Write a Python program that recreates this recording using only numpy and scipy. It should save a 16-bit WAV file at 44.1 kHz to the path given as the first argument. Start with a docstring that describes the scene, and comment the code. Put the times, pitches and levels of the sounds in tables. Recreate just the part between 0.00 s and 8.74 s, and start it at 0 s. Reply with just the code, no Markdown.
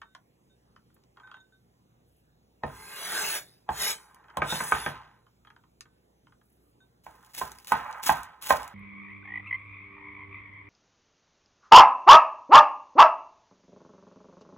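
"""Cleaver at a wooden board

In a quiet kitchen, fingers wipe garlic off a blade into a china bowl. The blade is set down and scraped
over the board three times, then slices through green onions and lands on the wood with knocks.
Knocks and bowl are dying sines, rubbing is random grit shaped by wood and steel, small contacts are
noise bursts. Echoes, room tone and a refrigerator hum surround them, all heard at two microphone ports.
"""
import sys
import numpy as np
from scipy import signal
from scipy.fft import rfft, irfft, next_fast_len
from scipy.io import wavfile
from scipy.ndimage import uniform_filter1d

SR = 44100
rng = np.random.default_rng(int(sys.argv[2]) if len(sys.argv) > 2 else 0)


def materialize(psi):
    """Save the field psi as 16-bit PCM at rate SR to the path in sys.argv[1].

    A 1-D psi becomes a single channel; in a 2-D psi each row is a channel.
    """
    bounded = np.clip(np.atleast_2d(psi).T, -1, 1)
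    quanta = np.round(bounded * 32767).astype(np.int16)
    wavfile.write(sys.argv[1], SR, quanta)


N = 385434  # length in samples

# The blade meets the wood. Each row: time in seconds, force in dB, upper board tones in dB,
# weight on the low board tones in dB, thump of the counter in dB.
KNOCKS = [(2.636, -16.5, -4.5, -23, -35.5), (3.691, -15.5, -5, -29.5, -35),
          (4.372, -16.5, -7, -27.5, -34.5), (4.42, -13, 9, -23.5, -47), (4.524, -19, 1, -25, -49.5),
          (4.605, -17.5, 4.5, -29, -50), (4.722, -6.5, 8, -29.5, -34.5), (4.863, -14, 5, -25, -43),
          (7.066, -32, -2, -51, -57), (7.415, -17.5, -6.5, -34.5, -44), (7.7208, -6.5, 1, -28, -42),
          (8.094, -4.5, -1.5, -27, -36), (8.506, -3.5, -3, -28.5, -35)]
# Tones of the board and the steel. Each row: pitch in Hz, share in dB, seconds to fall by 60 dB.
BOARD_MIDDLE = [(883, -0.5, 0.038), (1009.7, 5, 0.027)]
BOARD_UPPER = [(1265, 4.5, 0.016), (1538, 0, 0.029), (1827, -4.5, .02), (2230, -3, 0.009)]
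BOARD_LOW = [(155, 0.5, 0.069), (220, -1, 0.073), (332, 0, 0.053), (499, -1, 0.085), (650, 0, 0.063)]
STEEL = [(3000, 0, 0.0055)]
STEEL_PING = [(3190, 0, 0.053)]
# Tones of the counter. Each row: pitch in Hz, seconds to fall by 60 dB.
COUNTER = [(61, 0.2), (88, 0.1)]
# The edge rubs along the wood. Each row: start in seconds, ramp to full speed in seconds, hold until
# the lift in seconds, steel hiss in dB, sag until the lift in dB, board rumble in dB, then the start
# and end of the singing pitch in Hz.
SCRAPES = [(2.66, .48, .235, -31, 0, -41, 750, 1700), (3.70, .12, .09, -28, 0, -40, 1500, 2300),
           (4.43, .075, .385, -33, -13, -43, 1300, 2200)]
# Plate tones of the sliding blade. Each row: pitch in Hz, width in Hz, share in dB.
BLADE_PLATE = [(187, 7.1, -13), (423, 19, -3.5), (881, 17, -2), (1240, 100, 5), (1585, 22, 2),
               (2070, 90, 9)]
# Tone colours of rubbing. 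Each row: frequency in Hz, relative level in dB.
HISS_COLOUR = [(300, -32.5), (1100, -14.5), (1600, 0), (2300, -2.5), (4000, 0.5), (7200, -4), (9300, -0.5),
               (10600, 0.5), (11300, -4.5), (16000, -8)]
RUMBLE_COLOUR = [(110, -23), (400, -1.5), (900, 3), (2000, -4), (4000, -12.5)]
CRUNCH_COLOUR = [(300, 9), (3000, 18), (16000, 17)]
# The edge crunches through onion stalks. Each row: start in seconds, seconds until the wood stops it,
# level in dB.
SLICES = [(7.035, 0.018, -58), (7.333, 0.057, -35.5), (7.668, 0.014, -42.5), (8.02, 0.052, -28),
          (8.412, 0.091, -30.5)]
# Cut stalks roll and rustle beside the blade. Each row: start in seconds, length in seconds, level in dB.
RUSTLES = [(7.1, 0.26, -63.5), (7.5, 0.28, -57.5), (7.73, 0.26, -63), (8.51, 0.025, -59)]
# The edge is dragged over the board, crumbs are pushed about. Each row: start in seconds,
# length in seconds, level in dB.
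DRAGS = [(1.16, 0.14, -59.5), (3.98, 0.43, -58), (7.09, 0.21, -63), (7.76, .25, -42.5)]
# Fingers slide along the blade or rub together. Each row: start in seconds, length in seconds, level in dB.
WIPES = [(.94, 0.0078, -62), (2.06, 0.16, -79), (6.43, 0.287, -80)]
# Dull taps of fingers, handle and crumbs. Each row: time in seconds, level in dB.
TAPS = [(0.017, -35.5), (0.149, -40.5), (0.762, -46.5), (0.9, -62), (0.964, -60), (1.171, -45),
        (1.199, -45.5), (1.273, -46), (1.314, -37.5), (1.342, -41), (1.368, -48.5), (4.241, -53),
        (4.283, -49), (4.3, -43.5), (5.266, -54), (5.449, -48), (5.471, -46), (5.502, -44.5),
        (5.563, -46.5), (5.637, -57), (5.855, -53), (6.269, -50), (6.322, -53), (6.413, -57.5)]
# Bright sticky snaps of juice and stalk, and the sharp cracks of blows as the blade lands on the wood. Each
# row: time in seconds, level in dB.
SNAPS = [(4.1455, -44), (4.371, -25.5), (7.228, -48), (7.248, -45), (7.3492, -29), (7.496, -40),
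         (7.5184, -28), (7.586, -34.5), (7.6465, -34), (7.6715, -30), (7.7212, -18.5), (7.912, -39),
         (7.999, -50), (8.1012, -18.5), (8.2326, -29.5), (8.4243, -24), (8.6208, -44), (8.631, -30),
         (8.678, -35.5)]
# A nail or the steel clicks. Each row: time in seconds, level in dB.
CLICKS = [(0.1499, -41.5), (1.0375, -57), (5.8082, -27.5), (7.9274, -35)]
# The steel is flicked. Each row: time in seconds, level in dB before the ping's own setting.
FLICKS = [(5.473, -39)]
# The blade touches the rim of the bowl. Each row: time in seconds, level in dB, overtones in dB,
# seconds until a touch damps it.
CLINKS = [(0.015, -58, -12.5, 0.12), (0.498, -75.5, 4.5, 0.043), (1.234, -48, -21.5, 0.15),
          (1.342, -53, -10, 0.11), (1.403, -62.5, 6, 0.011), (1.523, -61.5, -10, 0.04),
          (5.857, -72, -15.5, 0.19), (6.804, -62, -5, 0.036)]
# Tones of the china bowl. Each row: pitch in Hz, share in dB, seconds to fall by 60 dB.
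BOWL = [(1526, 0, 0.55), (3664, -7, 1), (6600, -14.5, 0.12)]
# The work moves across the board. Each row: time in seconds, share of the mid band shifted to the left.
LEAN = [(6.95, 0.15), (7.049, -0.05)]
# Echoes of the kitchen. Each row: frequency in Hz, seconds to fall by 60 dB.
KITCHEN_DECAY = [(60, 0.49), (300, 0.29), (1100, 0.15), (4000, 0.088), (15000, 0.07)]
# Colour of the room tone. Each row: frequency in Hz, relative level in dB.
AIR_COLOUR = [(20, -20), (60, -8), (130, 2), (300, -3.5), (600, -7.5), (1500, -20.5), (4000, -25),
              (16000, -31)]
# How alike the room tone is on both sides. Each row: frequency in Hz, likeness where 1 is the same.
AIR_SAME = [(350, 1), (700, 0.55), (3000, 0.27), (4500, 1)]
# Phase of the room tone, right against left. Each row: frequency in Hz, turn in radians.
AIR_TURN = [(400, 0.5), (700, -5.5), (2100, -3), (3600, 0)]
# Refrigerator hum. 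Each row: pitch in Hz, level in dB.
HUM = [(60, -73), (120, -74)]
# Right port against left. Each row: frequency in Hz, phase in radians, level in dB.
PORTS = [(100, 0, 0), (600, 1, 3), (1000, .7, 4), (1600, -.3, 1.5), (2200, -1.2, .5), (3600, -1.6, 0),
         (4700, -np.pi, 0), (8950, -3 * np.pi, 0), (17500, -7 * np.pi, 0)]

# Blows: time constants in seconds, pitch spread as a share
CONTACT_S, GRAZE_S, ROLL_S, DETUNE = 0.00027, .008, 0.0022, .02
STEEL_DB, RATTLE_DB = -13, -20  # steel under the board's ring; small contacts around the main blow
GRAZE_DB, GRAZE_SLOPE = -54.5, 0.76  # a blow light on the low tones grazes more before it lands
SHUDDER_DB, SHUDDER_DB_PER_S = -27, 97  # blade and board chatter on after each blow, fading
CHATTER_DB, CHATTER_HZ = -10, (1100, 3500)  # blows rich in upper tones leave a wide chatter
# Scrapes: a stroke starts this far down; a bend of 1 is a straight ramp in dB
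CREEP_DB, RISE_BEND = -29.5, 1
LIFT_S, TRAIL_DB, TRAIL_S = 0.018, -19.5, 0.08  # quick drop at the lift, then a faint trail
RUMBLE_SHARE, BUZZ_SHARE, BUZZ_DB = 1, 0.47, -3  # how far rumble and buzz follow the speed's dB; buzz level
BUZZ_FADE_S, STREAK_DB = 0.044, 6  # fade of the buzz after the lift; depth of plate streaks in the hiss
SING_DB, SING_WIDTH_HZ = -13, 150  # low-pass edge of the noise that makes the singing tone
# Slices, drags and wipes
SWELL_DB, SLICE_WOOD_DB = 14.5, -16.5  # growth of a slice; how strongly it presses through to the board
DRAG_HZ, SKIN_HZ = (790, 2140), (8000, 15500)
# Small contacts
SNAP_S, TAP_TOP_HZ, SNAP_TOP_HZ, CLICK_TOP_HZ = 0.0017, 4250, 14000, 7100
TAP_EDGE_DB, SNAP_BODY_DB, TAP_PING_DB = -8.5, -20, -16  # bright part of taps, dull part of snaps, steel
# Room and microphones
ROOM_ALIKE, AIR_DB, AIR_PATCH_DB = .45, -67.5, 2.2
LOW_CUT_HZ, TOP_HZ = 30, 15850


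def knocks():
    """The edge grazes the wood, lands and rattles; the blow rings board, steel and counter."""
    out = np.zeros(N)
    t, slow = np.arange(-1300, 700) / SR, np.arange(SR // 2) / SR
    for s, db, upper_db, weight_db, thump_db in KNOCKS:
        graze = (t < 0) * amp(GRAZE_DB + GRAZE_SLOPE * (db - weight_db)) * np.exp(t / GRAZE_S)
        rattle = amp(RATTLE_DB) * np.exp(np.where(t < 0, 2 * t, -t / 1.7) / ROLL_S)
        blow = rng.standard_normal(len(t)) * (graze + rattle)
        blow[t == 0] = 1  # the main hit
        body = ring(BOARD_MIDDLE, .2, 0.83)
        body += amp(upper_db) * ring(BOARD_UPPER, .2, 0.97, DETUNE)
        body += amp(STEEL_DB) * ring(STEEL, .2, 0)
        sound = band(signal.fftconvolve(blow, body), 270, 14000)
        add(out, s + t[0], amp(db) * sound / abs(sound).max())

        low = ring(BOARD_LOW, .5, 1.4, 2 * DETUNE) * (1 - np.exp(-slow / 0.0014))
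        add(out, s, amp(weight_db) * low)
        slab = [amp(-60 * slow / t60) * np.sin(2 * np.pi * hz * slow) for hz, t60 in COUNTER]
        thump = np.subtract(*slab) * (1 - np.exp(-slow / 0.018))  # the slab's two tones start opposed
        add(out, s, amp(thump_db) * thump)
    return out


def friction():
    """Everything that rubs: the scraped board, the chatter after blows, the cut stalks, the fingers."""
    rumble = colour(streaked(grit(9000, 0.8), 2.5, .08), RUMBLE_COLOUR)
    drag = dragged_wood(rumble)
    return scraping(rumble) + shudder(drag) + slicing(drag) + wiping()


def scraping(rumble):
    """Grit under the edge makes the steel hiss, the plate buzz and sing, and the board rumble."""
    hiss = colour(streaked(grit(11000, 3.0), STREAK_DB, 0.12), HISS_COLOUR)
    # a narrow resonance rings for long: turn each width into a decay time
    modes = [(hz, db, np.log(1000) / (np.pi * width)) for hz, width, db in BLADE_PLATE]
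    plate = ring(modes, .2, 0)
    buzz = evened(streaked(signal.oaconvolve(grit(1500, 5.1), plate)[:N], 2.4, 0.075))
    steel, board, blade, sing = np.zeros((4, N))
    for start, ramp, hold, hiss_db, sag_db, rumble_db, from_hz, to_hz in SCRAPES:
        db = speed(ramp, hold, sag_db)
        t = np.arange(len(db)) / SR
        add(steel, start, amp(hiss_db + db))
        add(board, start, amp(rumble_db + RUMBLE_SHARE * db) * signal.windows.tukey(len(db), .1))
        buzz_fade = np.exp(-np.maximum(t - ramp - hold, 0) / BUZZ_FADE_S)
        buzz_level = amp(rumble_db + BUZZ_DB + BUZZ_SHARE * db)
        add(blade, start, buzz_level * signal.windows.tukey(len(db), .4) * buzz_fade)

        # one plate resonance climbs as the contact slides along the edge
        hz = np.interp(t, [0, ramp + hold], [from_hz, to_hz])
        slow_noise = signal.butter(2, SING_WIDTH_HZ, fs=SR)
        a, b = signal.lfilter(*slow_noise, rng.standard_normal((2, len(db))))
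        tone = ((a + 1j * b) * np.exp(2j * np.pi * np.cumsum(hz) / SR)).real
        add(sing, start, amp(hiss_db + SING_DB + db) * evened(tone))
    return steel * hiss + board * rumble + blade * buzz + sing


def dragged_wood(rumble):
    """Grit under the dragged edge keeps the board ringing."""
    wood = ring(BOARD_MIDDLE, .2, 0) + ring(BOARD_UPPER, .2, 0)
    ringing = evened(signal.oaconvolve(grit(5000, 3.3), wood)[:N])
    return evened(band(ringing + 0.95 * rumble, *DRAG_HZ))


def shudder(drag):
    """After each blow blade and board chatter on, with a wider band that fades a little faster."""
    chatter = evened(band(grit(3000, 3.5), *CHATTER_HZ))
    (close, wide), t = np.zeros((2, N)), np.arange(SR // 2) / SR
    for s, db, upper_db, *_ in KNOCKS:
        add(close, s, amp(db + SHUDDER_DB - SHUDDER_DB_PER_S * t))
        wide_db = db + .5 * upper_db + SHUDDER_DB + CHATTER_DB
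        add(wide, s, amp(wide_db - 1.128 * SHUDDER_DB_PER_S * t))
    return close * drag + wide * chatter


def slicing(drag):
    """Stalks crunch as many tiny breaks, and the cut and the drags press on the board."""
    crunch = colour(grit(9000, 3.8), CRUNCH_COLOUR)
    cut = strokes(SLICES, swell_db=SWELL_DB, fade=0.043)
    rustle = strokes(RUSTLES, swell_db=9.0, fade=0.029)
    pressed = amp(SLICE_WOOD_DB) * cut + strokes(DRAGS, swell_db=5.0, fade=0.016)
    return (cut + rustle) * crunch + pressed * drag


def wiping():
    """Wet skin sticks and slips as a thin, high crackle."""
    slips = band(grit(2500, 1.9), *SKIN_HZ)
    slide = evened(band(slips, *SKIN_HZ))  # twice, for steeper band edges
    return strokes(WIPES, swell_db=-0.5, fade=0.0071) * slide


def ticks():
    """Dry bursts join a dull knock of a few milliseconds to a bright snap; taps and flicks ping the steel."""
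    out, t = np.zeros(N), np.arange(800) / SR
    rows = [(s, db, db + TAP_EDGE_DB, TAP_TOP_HZ) for s, db in TAPS]
    for table, top_hz in [(SNAPS, SNAP_TOP_HZ), (CLICKS, CLICK_TOP_HZ)]:
        rows += [(s, db + SNAP_BODY_DB, db, top_hz) for s, db in table]
    for s, dull_db, bright_db, top_hz in rows:
        a, b = rng.standard_normal((2, len(t)))
        dull = band(a * t * np.exp(-t / 0.0023), 920, 1600)
        bright = band(b * np.exp(-t / SNAP_S), 1900, top_hz)
        add(out, s, amp(dull_db) * dull / abs(dull).max() + amp(bright_db) * bright / abs(bright).max())
    for s, db in TAPS + FLICKS:
        add(out, s, amp(db + TAP_PING_DB) * ring(STEEL_PING, .1, 0, DETUNE))
    return out


def bowl():
    """China rings on three clear tones until a touch stops it."""
    out, t = np.zeros(N), np.arange(SR // 2) / SR
    for s, db, over_db, free in CLINKS:
        damped = np.exp(-np.maximum(t - free, 0) / 0.015)
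        tones = ring(BOWL[:1], .5, 0) + amp(over_db) * ring(BOWL[1:], .5, 0)
        add(out, s, amp(db) * damped * tones)
    return out


def kitchen(x, alike):
    """Sparse echoes of random sign, each band dying at its own speed, partly shared by both ports."""
    taps = np.zeros((2, SR // 2))
    at = np.arange(200, SR // 2 - 20, 20) + rng.integers(0, 20, (2, (SR // 2 - 201) // 20))
    np.put_along_axis(taps, at, rng.choice([-1., 1.], at.shape), 1)
    hz, t, z = signal.stft(taps, SR, nperseg=256)
    a, b = signal.istft(z * amp(-60 * t / read(KITCHEN_DECAY, hz)[:, None]), SR, nperseg=256)[1]
    # long waves reach both ports alike
    b = signal.sosfilt(signal.butter(2, 250, "high", fs=SR, output="sos"), b)
    tail = np.array([a + (1 - alike) * b, a - (1 - alike) * b])
    return signal.fftconvolve(x[None], tail / np.linalg.norm(tail[0]), axes=1)[:, :N]


def air():
    """Room tone is noise with drifting patches; the refrigerator hum is wavering sines."""
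    frames, hz = N // 256 + 5, np.fft.rfftfreq(1024, 1 / SR)
    a, b, c, d, patches = rng.standard_normal((frames, 513, 5)).T
    patches = evened(uniform_filter1d(uniform_filter1d(patches, 12, 0), 20, 1))
    same = np.clip(read(AIR_SAME, hz), -1, 1)[:, None]
    left = a + 1j * b
    right = same * left + np.sqrt(1 - same ** 2) * (c + 1j * d)
    right = right * np.exp(1j * read(AIR_TURN, hz))[:, None]
    z = np.array([left, right]) * amp(read(AIR_COLOUR, hz)[:, None] + AIR_PATCH_DB * patches)
    room = evened(signal.istft(z, nperseg=1024, noverlap=768)[1][:, :N])

    t, hum = np.arange(N) / SR, np.zeros(N)
    for f, db in HUM:
        waver = np.interp(t, np.arange(100) * 0.15, rng.standard_normal(100))
        hum += amp(db + 3 * waver) * np.sin(2 * np.pi * f * t + waver)
    return amp(AIR_DB) * room + hum


def ring(modes, length, spread_db, detune=0):
    """Dying sines build up over the contact; each blow varies the share and pitch of each one."""
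    hz, db, t60 = np.transpose(modes)[:, :, None]
    t = np.arange(round(length * SR)) / SR
    hz = hz * (1 + detune * rng.standard_normal(hz.shape))
    share = amp(db + spread_db * rng.standard_normal(db.shape))
    tones = (share * amp(-60 * t / t60) * np.sin(2 * np.pi * hz * t)).sum(0)
    return tones * (1 - np.exp(-t / CONTACT_S)) / np.linalg.norm(share)


def grit(per_s, spread_db):
    """Rubbing is a rain of random slips of uneven size and sign."""
    size = amp(spread_db * np.minimum(rng.exponential(1, N), 5)) * rng.choice([-1, 1], N)
    return size * (rng.random(N) < per_s / SR)


def streaked(x, depth_db, hold):
    """Many narrow plate resonances come and go as the contact point travels."""
    z = signal.stft(x, nperseg=512)[2]
    field = uniform_filter1d(rng.standard_normal(z.shape), round(hold * SR / 256), 1)
    field = evened(uniform_filter1d(field, size=2, axis=0))
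    return signal.istft(z * amp(depth_db * field))[1][:N]


def strokes(rows, swell_db, fade):
    """Loudness of strokes: each starts quickly, changes by swell_db to its end, and dies away unevenly."""
    out = np.zeros(N)
    for s, length, db in rows:
        t = np.arange(0, length + 0.44, 1 / SR)
        late = np.maximum(t - length, 0)
        level = amp(db + swell_db * np.minimum(t / length - 1, 0))
        add(out, s, level * np.minimum(t / 0.006, 1) * np.exp(-late / fade))
    points = N // 400 + 2
    uneven = np.interp(np.arange(N), np.arange(points) * 400, rng.standard_normal(points))
    return out * amp(3.5 * uneven)


def speed(ramp, hold, sag_db):
    """Level of one scrape below its top, in dB: a ramp up, a slow sag, a lift."""
    t = np.arange(0, ramp + hold + 0.32, 1 / SR)
    late = np.maximum(t - ramp - hold, 0)
    climb = CREEP_DB * np.clip(1 - t / ramp, 0, 1) ** RISE_BEND
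    sag = sag_db * np.clip((t - ramp) / hold, 0, 1)
    drop = np.exp(-late / LIFT_S)
    trail = amp(TRAIL_DB) * (np.exp(-late / TRAIL_S) - drop)
    return climb + sag + 20 * np.log10(drop + trail)


def amp(db):
    """Turns dB into a plain factor."""
    return 10 ** (np.asarray(db) / 20)


def evened(x):
    """Sets the average strength (rms) to 1."""
    return x / np.sqrt(np.mean(x ** 2) + 1e-20)


def read(points, hz):
    """Reads a table of (Hz, value) between its rows, on a log frequency scale."""
    f, value = np.transpose(points)
    return np.interp(np.log(hz + 1), np.log(f + 1), value)


def add(mix, s, sound):
    """Adds a sound at s seconds, cut off at the end of the mix."""
    part = mix[round(s * SR):][:len(sound)]
    part += sound[:len(part)]


def colour(x, spectrum):
    """Filters by a spectrum in dB and sets the rms to 1."""
    return evened(irfft(rfft(x) * amp(read(spectrum, np.fft.rfftfreq(len(x), 1 / SR))), len(x)))


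def band(x, lo_hz, hi_hz):
    """Keeps the frequencies between two edges."""
    return signal.sosfilt(signal.butter(2, [lo_hz, hi_hz], "band", fs=SR, output="sos"), x)


def scene():
    """Mixes the near sounds, leans their mid band sideways, and adds echoes and room tone."""
    hits, rub = knocks() + ticks() + bowl(), friction()
    near = hits + rub
    lean = np.interp(np.arange(N) / SR, *np.transpose(LEAN)) * band(near, 350, 2000)
    echoes = kitchen(amp(-7.5) * hits + amp(-12.0) * rub, alike=ROOM_ALIKE)
    return near + lean * [[1], [-1]] + echoes + air()


def record(dry):
    """The two ports differ in phase and level by frequency; deepest bass and highest treble are cut."""
    size = next_fast_len(N + 4096)
    hz, turn, db = np.transpose(PORTS)
    f = np.fft.rfftfreq(size, 1 / SR)
    # each port takes half of the difference, in opposite directions
    half = np.exp(.5j * np.interp(f, hz, turn)) * amp(.5 * np.interp(f, hz, db))
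    dry = signal.sosfilt(signal.butter(4, LOW_CUT_HZ, "high", fs=SR, output="sos"), dry)
    ports = irfft(rfft(dry, size) * np.array([1 / half, half]), size)[:, :N]
    top_cut = signal.firwin(511, TOP_HZ, window=("kaiser", 9), fs=SR)
    return signal.oaconvolve(ports, top_cut[None], "same")


dry = scene()
out = record(dry)
materialize(out)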